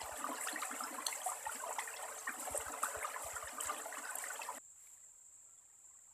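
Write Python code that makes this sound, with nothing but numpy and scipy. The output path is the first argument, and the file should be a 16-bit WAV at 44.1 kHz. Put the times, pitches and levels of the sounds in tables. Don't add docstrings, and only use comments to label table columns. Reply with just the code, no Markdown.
import sys
import numpy as np
from scipy import signal
from scipy.fft import rfft, irfft, next_fast_len
from scipy.io import wavfile
from scipy.ndimage import uniform_filter1d

SR = 44100
rng = np.random.default_rng(int(sys.argv[2]) if len(sys.argv) > 2 else 0)


def to_wav(sig):
    pcm = np.clip(np.atleast_2d(sig), -1, 1) * 32767
    pcm = np.round(pcm).astype(np.int16)
    wavfile.write(sys.argv[1], SR, pcm.T)


N = 270333
TIME = np.arange(N) / SR
SCENE_CHANGE_S = 4.584
CUTOFF_HZ = 14250

# (time [s], level [dB])
CHURN_LEVEL = [(0, -47.5), (.3, -46.5), (1.0, -47), (1.4, -51.5), (1.7, -47), (1.9, -52), (2.05, -45),
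               (2.22, -53), (2.45, -47.5), (3.0, -45), (3.55, -51.5), (3.7, -43.5), (3.82, -48),
               (4.55, -50)]
# (time [s], rms level at the top [dB], swell time [s])
HOLLOW_SURGES = [(.17, -56.5, 0.071), (.279, -50.5, 0.021), (0.523, -49, 0.022), (0.703, -51.5, 0.021),
                 (.81, -56.5, 0.026), (.89, -55.5, 0.033), (.965, -59, 0.026), (1.545, -57, 0.013),
                 (2.283, -56.5, .017), (2.36, -57.5, 0.034), (2.49, -58.5, 0.017), (2.68, -58, 0.026),
                 (2.825, -61, 0.012), (3.515, -61.5, 0.032), (3.68, -63.5, 0.071), (3.969, -60.5, 0.021),
                 (4.546, -60.5, 0.021)]
# (frequency [Hz], width [Hz], relative level [dB])
HOLLOW_RESONANCES = [(250.6, 33, -7.5), (298, 46, -4)]
# (time [s], level at the top [dB])
BREAKERS = [(0.383, -55.5), (0.577, -53.5), (.738, -57.5), (1.055, -52), (1.226, -53), (1.478, -60),
            (1.77, -58), (2.37, -54.5), (2.512, -56.5), (2.81, -53.5), (3.2, -58.5), (3.59, -53.5),
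            (4.17, -56.5)]
# (time [s], rms level at the top [dB], swell time [s])
SPLASHES = [(.002, -53, 0.015), (.152, -56.5, 0.012), (.338, -57, 0.02), (0.467, -43.5, 0.012),
            (0.611, -51, 0.011), (1.066, -35.5, 0.0025), (1.553, -57, 0.0044), (1.784, -46.5, 0.0072),
            (1.962, -51, 0.0062), (2.172, -64, 0.019), (2.385, -68, .03), (2.825, -56, 0.012),
            (3.469, -54.5, 0.011), (3.646, -51, 0.0068), (3.695, -59, 0.019), (4.045, -61, .011),
            (4.205, -60.5, 0.013), (4.355, -54, 0.0052), (4.411, -56, 0.016)]
# (time [s], pitch [Hz], peak level [dB], swell time [s])
PLOPS = [(.016, 790, -33, 0.0012), (.091, 672, -35, 0.0021), (.241, 1183, -31, 0.004),
         (0.264, 1205, -35, 0.0033), (.29, 700, -34.5, 0.0017), (0.315, 1065, -36.5, 0.0037),
         (0.412, 1990, -38.5, 0.0016), (.471, 1365, -33.5, 0.0018), (0.484, 1820, -35.5, 0.0031),
         (.558, 1890, -34, 0.0038), (0.622, 1250, -34, 0.0038), (0.631, 2130, -33.5, 0.0012),
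         (0.713, 1345, -33.5, 0.0015), (0.806, 1294, -33, 0.0025), (.835, 1350, -37.5, 0.0056),
         (0.98, 1048, -37, 0.0063), (1.063, 1280, -42, 0.0027), (1.082, 940, -35.5, 0.0016),
         (1.125, 2100, -36, 0.0027), (1.26, 739, -31.5, 0.0074), (1.289, 1200, -39, 0.0044),
         (1.318, 1010, -33, 0.0018), (1.453, 1870, -40.5, 0.0038), (1.464, 883, -36, 0.0067),
         (1.493, 1403, -36.5, 0.0034), (1.635, 979, -36.5, 0.0052), (1.658, 675, -40.5, 0.0068),
         (1.691, 702, -34, 0.0025), (1.706, 930, -35.5, 0.0034), (1.784, 895, -30, 0.0023),
         (1.791, 2020, -30.5, 0.0015), (1.875, 1850, -37, 0.0027), (2.028, 840, -41.5, 0.004),
         (2.268, 1100, -36, 0.0043), (2.274, 1850, -33, 0.004), (2.292, 1550, -32.5, 0.0016),
         (2.472, 740, -35.5, 0.007), (2.543, 585, -33.5, 0.0084), (2.68, 1293, -40.5, 0.0046),
         (2.739, 1210, -40, 0.0022), (2.834, 1260, -24.5, 0.0024), (2.95, 1270, -34.5, 0.0012),
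         (2.954, 597, -38.5, 0.006), (3.027, 2120, -35, 0.0018), (3.044, 1226, -33, 0.0051),
         (3.143, 1750, -37.5, 0.0024), (3.16, 1018, -37, 0.0043), (3.26, 673, -41, .005),
         (3.363, 1387, -35.5, 0.0039), (3.425, 1153, -36.5, 0.0026), (3.472, 1800, -38.5, 0.0025),
         (3.582, 1205, -37.5, 0.0036), (3.691, 1190, -34.5, 0.0076), (3.705, 780, -40.5, 0.0052),
         (3.853, 657, -43.5, 0.0079), (3.925, 1900, -38, 0.0021), (3.97, 1120, -36, 0.0019),
         (4.053, 1470, -37.5, 0.0025), (4.087, 1507, -41, 0.0066), (4.15, 730, -42, .004),
         (4.239, 1880, -34.5, 0.0016), (4.302, 1470, -37.5, 0.0041), (4.392, 916, -38, 0.0044),
         (4.416, 2610, -38, 0.0025), (4.487, 970, -34, 0.0039)]
# (time [s], peak level [dB])
KNOCKS = [(.028, -54), (.116, -55), (1.468, -60), (2.506, -50), (2.582, -53), (2.66, -53), (2.962, -52),
          (3.242, -53), (3.33, -54), (3.434, -54), (3.651, -55)]
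# (time [s], rms level at the top [dB])
SPRAYS = [(.165, -51), (.485, -47), (.938, -51), (1.28, -47), (1.512, -47), (3.022, -48), (3.09, -55),
          (3.216, -49)]
# (time [s], pitch [Hz], peak level [dB])
PLINKS = [(0.526, 4200, -41), (0.836, 5200, -38), (1.065, 4300, -30), (1.216, 3200, -42.5),
          (1.233, 6420, -43), (1.939, 2630, -41), (2.188, 6373, -41.5), (3.603, 3010, -39)]
# (time [s], pitch [Hz], peak level of the ring [dB])
SPITS = [(1.0673, 8950, -22), (1.2987, 9170, -33), (2.5558, 9300, -33), (2.576, 9300, -21),
         (2.8308, 8000, -24), (2.8429, 8750, -26), (3.6086, 7640, -26), (4.1549, 11100, -25),
         (4.1854, 8030, -28)]
# (time [s], level [dB])
INSECT_LEVEL = [(4.6, -58.5), (5.15, -60), (5.22, -62), (5.27, -58.5), (5.7, -63.5), (5.85, -60),
                (6.12, -62)]
# (time [s], level [dB])
TRICKLE_LEVEL = [(4.6, -88), (4.85, -81), (5.25, -83), (5.6, -80.5)]
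# (time [s], level [dB], swell time [s])
RUSTLES = [(4.72, -86, 0.14), (4.86, -86, 0.008)]
# (time [s], pitch [Hz], peak level [dB], swell time [s])
DRIPS = [(4.868, 2290, -65, 0.0039), (4.973, 1730, -71, .004), (5.03, 2000, -71.5, .005),
         (5.9, 1010, -70, 0.0081), (5.985, 1900, -73, .005), (6.105, 890, -70, 0.01)]
# (time [s], pitch [Hz], peak level [dB], length [s])
WHISTLES = [(5.44, 1360, -79.5, 0.13), (5.567, 3410, -79, 0.029)]

# (frequency [Hz], relative level [dB])
BABBLE_COLOUR = [(375, -47.5), (425, -0.5), (470, -1.5), (515, -5.5), (585, 5.5), (660, -3), (745, 5),
                 (830, 0.5), (1150, 1), (1500, -3), (1900, -4), (2350, -12), (2750, -10), (3400, -18.5),
                 (7000, -40)]
# (frequency [Hz], relative level [dB])
FIZZ_COLOUR = [(1800, -12), (3400, -30.5), (6300, -18), (6900, -11), (7400, -2.5), (7900, -2), (8500, -8.5),
               (9200, -9.5), (10500, -14), (14300, -18)]
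# (frequency [Hz], relative level [dB])
INSECT_COLOUR = [(6000, -56), (6600, -11), (7000, -3), (7300, 6), (7550, 7), (7900, 1), (8400, -8.5),
                 (9500, -16), (11000, -37), (14000, -25)]
# (frequency [Hz], relative level [dB])
AIR_COLOUR = [(20, -6), (110, -4), (180, -13.5), (400, -12), (1000, -15), (5000, -21), (9000, -13),
              (12500, -22), (14300, -9.5)]
# (frequency [Hz], relative level [dB])
SPLASH_COLOUR = [(2500, -0.5), (4200, 5.5), (6500, -1.0), (12000, -51)]
SPRAY_COLOUR = [(6000, -21), (9000, 4), (14000, -9)]
DROPLET_COLOUR = [(5800, -6.0), (7600, 37), (9300, 32.0), (14000, 20.0)]
TRICKLE_COLOUR = [(450, -10.0), (1000, -2.5), (2000, -10.5), (4000, -25.0)]
CLOTH_COLOUR = [(300, -15.0), (2000, 4.0), (5000, -4.5), (9000, 8), (14000, 4.0)]
# (frequency [Hz], likeness [0 to 1])
WATER_LIKENESS = [(6000, 1), (7500, 0.82), (9000, 0.5)]
# (frequency [Hz], likeness [0 to 1])
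BANK_LIKENESS = [(7500, 1), (14000, 0.38)]


def from_db(db):
    return 10 ** (np.asarray(db) / 20)


def rms_one(x):
    return x / np.sqrt(np.mean(x ** 2) + 1e-20)


def in_time(rows):
    seconds, levels = np.transpose(rows)
    return np.interp(TIME, seconds, levels)


def at_hz(points, hz):
    frequencies, values = np.transpose(points)
    return np.interp(np.log(hz + 1), np.log(frequencies), values)


def filtered(x, gain):
    size = next_fast_len(N + 8192)
    hz = np.arange(size // 2 + 1) * SR / size
    return irfft(rfft(x, size) * gain(hz), size)[..., :N]


def coloured(x, spectrum):
    return rms_one(filtered(x, lambda hz: from_db(at_hz(spectrum, hz))))


def stereo(pair, likeness):
    def width(hz):
        alike = np.clip(at_hz(likeness, hz), 0, 1)
        return np.sqrt((1 - alike) / (1 + alike))
    middle, side = pair[0], filtered(pair[1], width)
    return middle + side * np.array([[1], [-1]])


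def drift(rate_hz):
    return rms_one(filtered(rng.standard_normal(N), lambda hz: 1 / (1 + (hz / rate_hz) ** 4)))


def add(track, when, sound):
    start = int(np.clip(round(when * SR), 0, N))
    track[start:start + len(sound)] += sound[:N - start]


def swell(t, rise):
    age = np.maximum(t, 0) / rise
    return age ** 2 * np.exp(2 - 2 * age)


def evened(x, window_s):
    return x / np.sqrt(uniform_filter1d(x ** 2, int(window_s * SR)) + 1e-9)


def bubble(hz, rise, glide):
    t = np.arange(int(6 * rise * SR)) / SR
    pitch = hz * (1 + glide * (t / rise - 1))
    cycles = np.cumsum(pitch) / SR + rng.random()
    return swell(t, rise) * np.sin(2 * np.pi * cycles)


def bubble_cloud(count, low_hz, high_hz, rise_s, spread_db):
    out = np.zeros(N)
    for when, size, luck, damping, climb in rng.random((count, 5)):
        hz = low_hz * (high_hz / low_hz) ** size
        rise_spread = 2 ** (2 * damping - 1)
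        rise = rise_s * (1000 / hz) ** (2 / 3) * rise_spread
        strength = (hz / low_hz) ** (5 / 6) * from_db(-spread_db * np.log(luck + .03))
        add(out, when * N / SR, strength * bubble(hz, rise, glide=climb ** 2 * 25 / hz))
    return rms_one(out)


def ring_bubbles(rows, glide=0.0027):
    out = np.zeros(N)
    for when, hz, db, rise in rows:
        add(out, when, from_db(db) * bubble(hz, rise, glide))
    return out


def among_rocks(x, echo_db=-9.5, t60_s=0.18):
    t = TIME[:SR // 5]
    echo = rng.standard_normal(len(t)) * from_db(-60 * t / t60_s) * (t > .003)
    echo /= np.linalg.norm(echo)
    return x + from_db(echo_db) * signal.fftconvolve(x, echo)[:N]


def babble(clump_db=2.2, trim_db=-2.7, wash_db=-3.0):
    cloud = bubble_cloud(count=5500, low_hz=400, high_hz=5200, rise_s=.0045, spread_db=3.5)
    wash = from_db(wash_db) * rng.standard_normal(N)
    clumps = from_db(clump_db * drift(20.7))
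    water = coloured((cloud + wash) * clumps, BABBLE_COLOUR)
    low_cut = signal.butter(2, 240, "high", fs=SR, output="sos")
    water = signal.sosfilt(low_cut, water)
    return from_db(in_time(CHURN_LEVEL) + trim_db) * evened(water, 0.07)


def gurgle(idle_db=-29.0, lump_db=3.5):
    idle = from_db(in_time(CHURN_LEVEL) + idle_db + lump_db * drift(18))
    surges = sum(from_db(db) * swell(TIME - when, rise) for when, db, rise in HOLLOW_SURGES)

    def resonances(f):
        return sum(from_db(db) / (1 + 2 * ((f - hz) / width) ** 2) ** (3 / 2)
                   for hz, width, db in HOLLOW_RESONANCES)
    rings = rms_one(filtered(rng.standard_normal(N), resonances))
    return (idle + surges) * evened(rings, 0.038)


def foam_level(idle_db=-54.5, swell_s=0.051):
    return from_db(idle_db) + sum(from_db(db) * swell(TIME - when, swell_s) for when, db in BREAKERS)


def flutter(count, rise, depth):
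    breaks = np.zeros(N)
    breaks[rng.integers(0, N, count)] = rng.exponential(1, count)
    lift = signal.fftconvolve(breaks, swell(TIME[:SR // 10], rise))[:N]
    return rms_one(1 + depth * rms_one(lift))


def fizz(hiss_db=8.5, trim_db=3.0, ripple_depth=.4):
    pings = np.array([bubble_cloud(count=7000, low_hz=2500, high_hz=14000, rise_s=.004, spread_db=3.5)
                      for side in range(2)])
    foam = pings + from_db(hiss_db) * rng.standard_normal((2, N))
    rippled = np.zeros((2, N))
    for centre in 2400 * np.sqrt(2) ** np.arange(7):
        band = filtered(foam, lambda hz: np.maximum(0, 1 - 2 * abs(np.log2((hz + 1) / centre))))
        rippled += band * flutter(count=170, rise=.005, depth=ripple_depth)
    level = from_db(trim_db) * foam_level()
    return stereo(level * coloured(rippled, FIZZ_COLOUR), WATER_LIKENESS)


def splashes(idle_db=-71.0, clump_db=3.5):
    idle = from_db(idle_db + clump_db * drift(23))
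    slaps = sum(from_db(db) * swell(TIME - when, rise) for when, db, rise in SPLASHES)
    shreds = bubble_cloud(count=5000, low_hz=2500, high_hz=12000, rise_s=.0025, spread_db=3)
    return (idle + slaps) * evened(coloured(shreds, SPLASH_COLOUR), 0.02)


def open_air(level_db):
    return from_db(level_db) * stereo(coloured(rng.standard_normal((2, N)), AIR_COLOUR), BANK_LIKENESS)


def plops():
    return ring_bubbles(PLOPS)


def shed_bubbles(count=7, lead_s=0.002, within_s=.034, loss_db=11.0, octaves=0.47, swell_s=0.0033):
    out = np.zeros(N)
    for when, hz, db, rise in PLOPS:
        for delay, size, luck in rng.random((count, 3)):
            pitch = hz * 2 ** (octaves * (2 * size - 1))
            strength = from_db(db - loss_db) * (.5 + luck) * np.sqrt(rise / (rise + swell_s))
            add(out, when - lead_s + within_s * delay ** 2, strength * bubble(pitch, swell_s, glide=0))
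    return out


def knocks(start_hz=115, end_hz=48, sag_s=0.016, rise_s=0.012):
    out, t = np.zeros(N), TIME[:SR // 10]
    pitch = end_hz + (start_hz - end_hz) * np.exp(-t / sag_s)
    thump = swell(t, rise_s) * np.sin(2 * np.pi * np.cumsum(pitch) / SR)
    for when, db in KNOCKS:
        add(out, when, from_db(db) * thump)
    return out


def sprays(swell_s=0.01, grain_db=0.0):
    thrown = sum(from_db(db) * swell(TIME - when, swell_s) for when, db in SPRAYS)
    grain = from_db(grain_db * drift(400))
    mist = coloured(rng.standard_normal((2, N)) * grain, SPRAY_COLOUR)
    return thrown * stereo(mist, WATER_LIKENESS)


def plinks(rise_s=.0018):
    return ring_bubbles([(when, hz, db, rise_s) for when, hz, db in PLINKS])


def spits(scatter_s=0.0019, scatter_db=-11):
    snaps, scatter = np.zeros(N), np.zeros(N)
    for when, hz, db in SPITS:
        add(snaps, when, from_db(db) * bubble(hz, rise=.00028, glide=0))
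        add(scatter, when, from_db(db + scatter_db) * swell(TIME[:SR // 20], scatter_s))
    droplets = coloured(rng.standard_normal((2, N)), DROPLET_COLOUR)
    return snaps + scatter * stereo(droplets, WATER_LIKENESS)


def insects(flutter_db=1.5):
    fluttering = rng.standard_normal((2, N)) * from_db(flutter_db * drift(40))
    chorus = coloured(fluttering, INSECT_COLOUR)
    return from_db(in_time(INSECT_LEVEL)) * stereo(chorus, BANK_LIKENESS)


def trickle():
    cloud = bubble_cloud(count=5000, low_hz=456, high_hz=4200, rise_s=0.004, spread_db=2.0)
    return from_db(in_time(TRICKLE_LEVEL)) * coloured(cloud, TRICKLE_COLOUR)


def rustles(grain_db=2.5, lift_db=19.0):
    touch = sum(from_db(db + lift_db) * swell(TIME - when, rise) for when, db, rise in RUSTLES)
    grain = from_db(grain_db * drift(300))
    cloth = coloured(rng.standard_normal((2, N)) * grain, CLOTH_COLOUR)
    return touch * stereo(cloth, WATER_LIKENESS)


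def drips():
    return ring_bubbles(DRIPS)


def birds():
    out = np.zeros(N)
    for when, hz, db, length in WHISTLES:
        t = TIME[:int(length * SR)]
        envelope = np.sqrt(np.hanning(len(t)))
        add(out, when, from_db(db) * envelope * np.sin(2 * np.pi * hz * t))
    return out


def scene(bank_air_db=-72.0, ledge_lift_db=3.5):
    echoing = among_rocks(babble() + splashes() + plops() + shed_bubbles() + plinks())
    ledge = echoing + gurgle() + fizz() + knocks() + sprays() + spits()
    bank = insects() + trickle() + rustles() + drips() + birds()
    air = open_air(bank_air_db)
    return np.where(TIME < SCENE_CHANGE_S, ledge + from_db(ledge_lift_db) * air, bank + air)


def record(dry):
    return filtered(dry, lambda hz: 1 / np.sqrt(1 + (hz / CUTOFF_HZ) ** 300))


dry = scene()
out = record(dry)
to_wav(out)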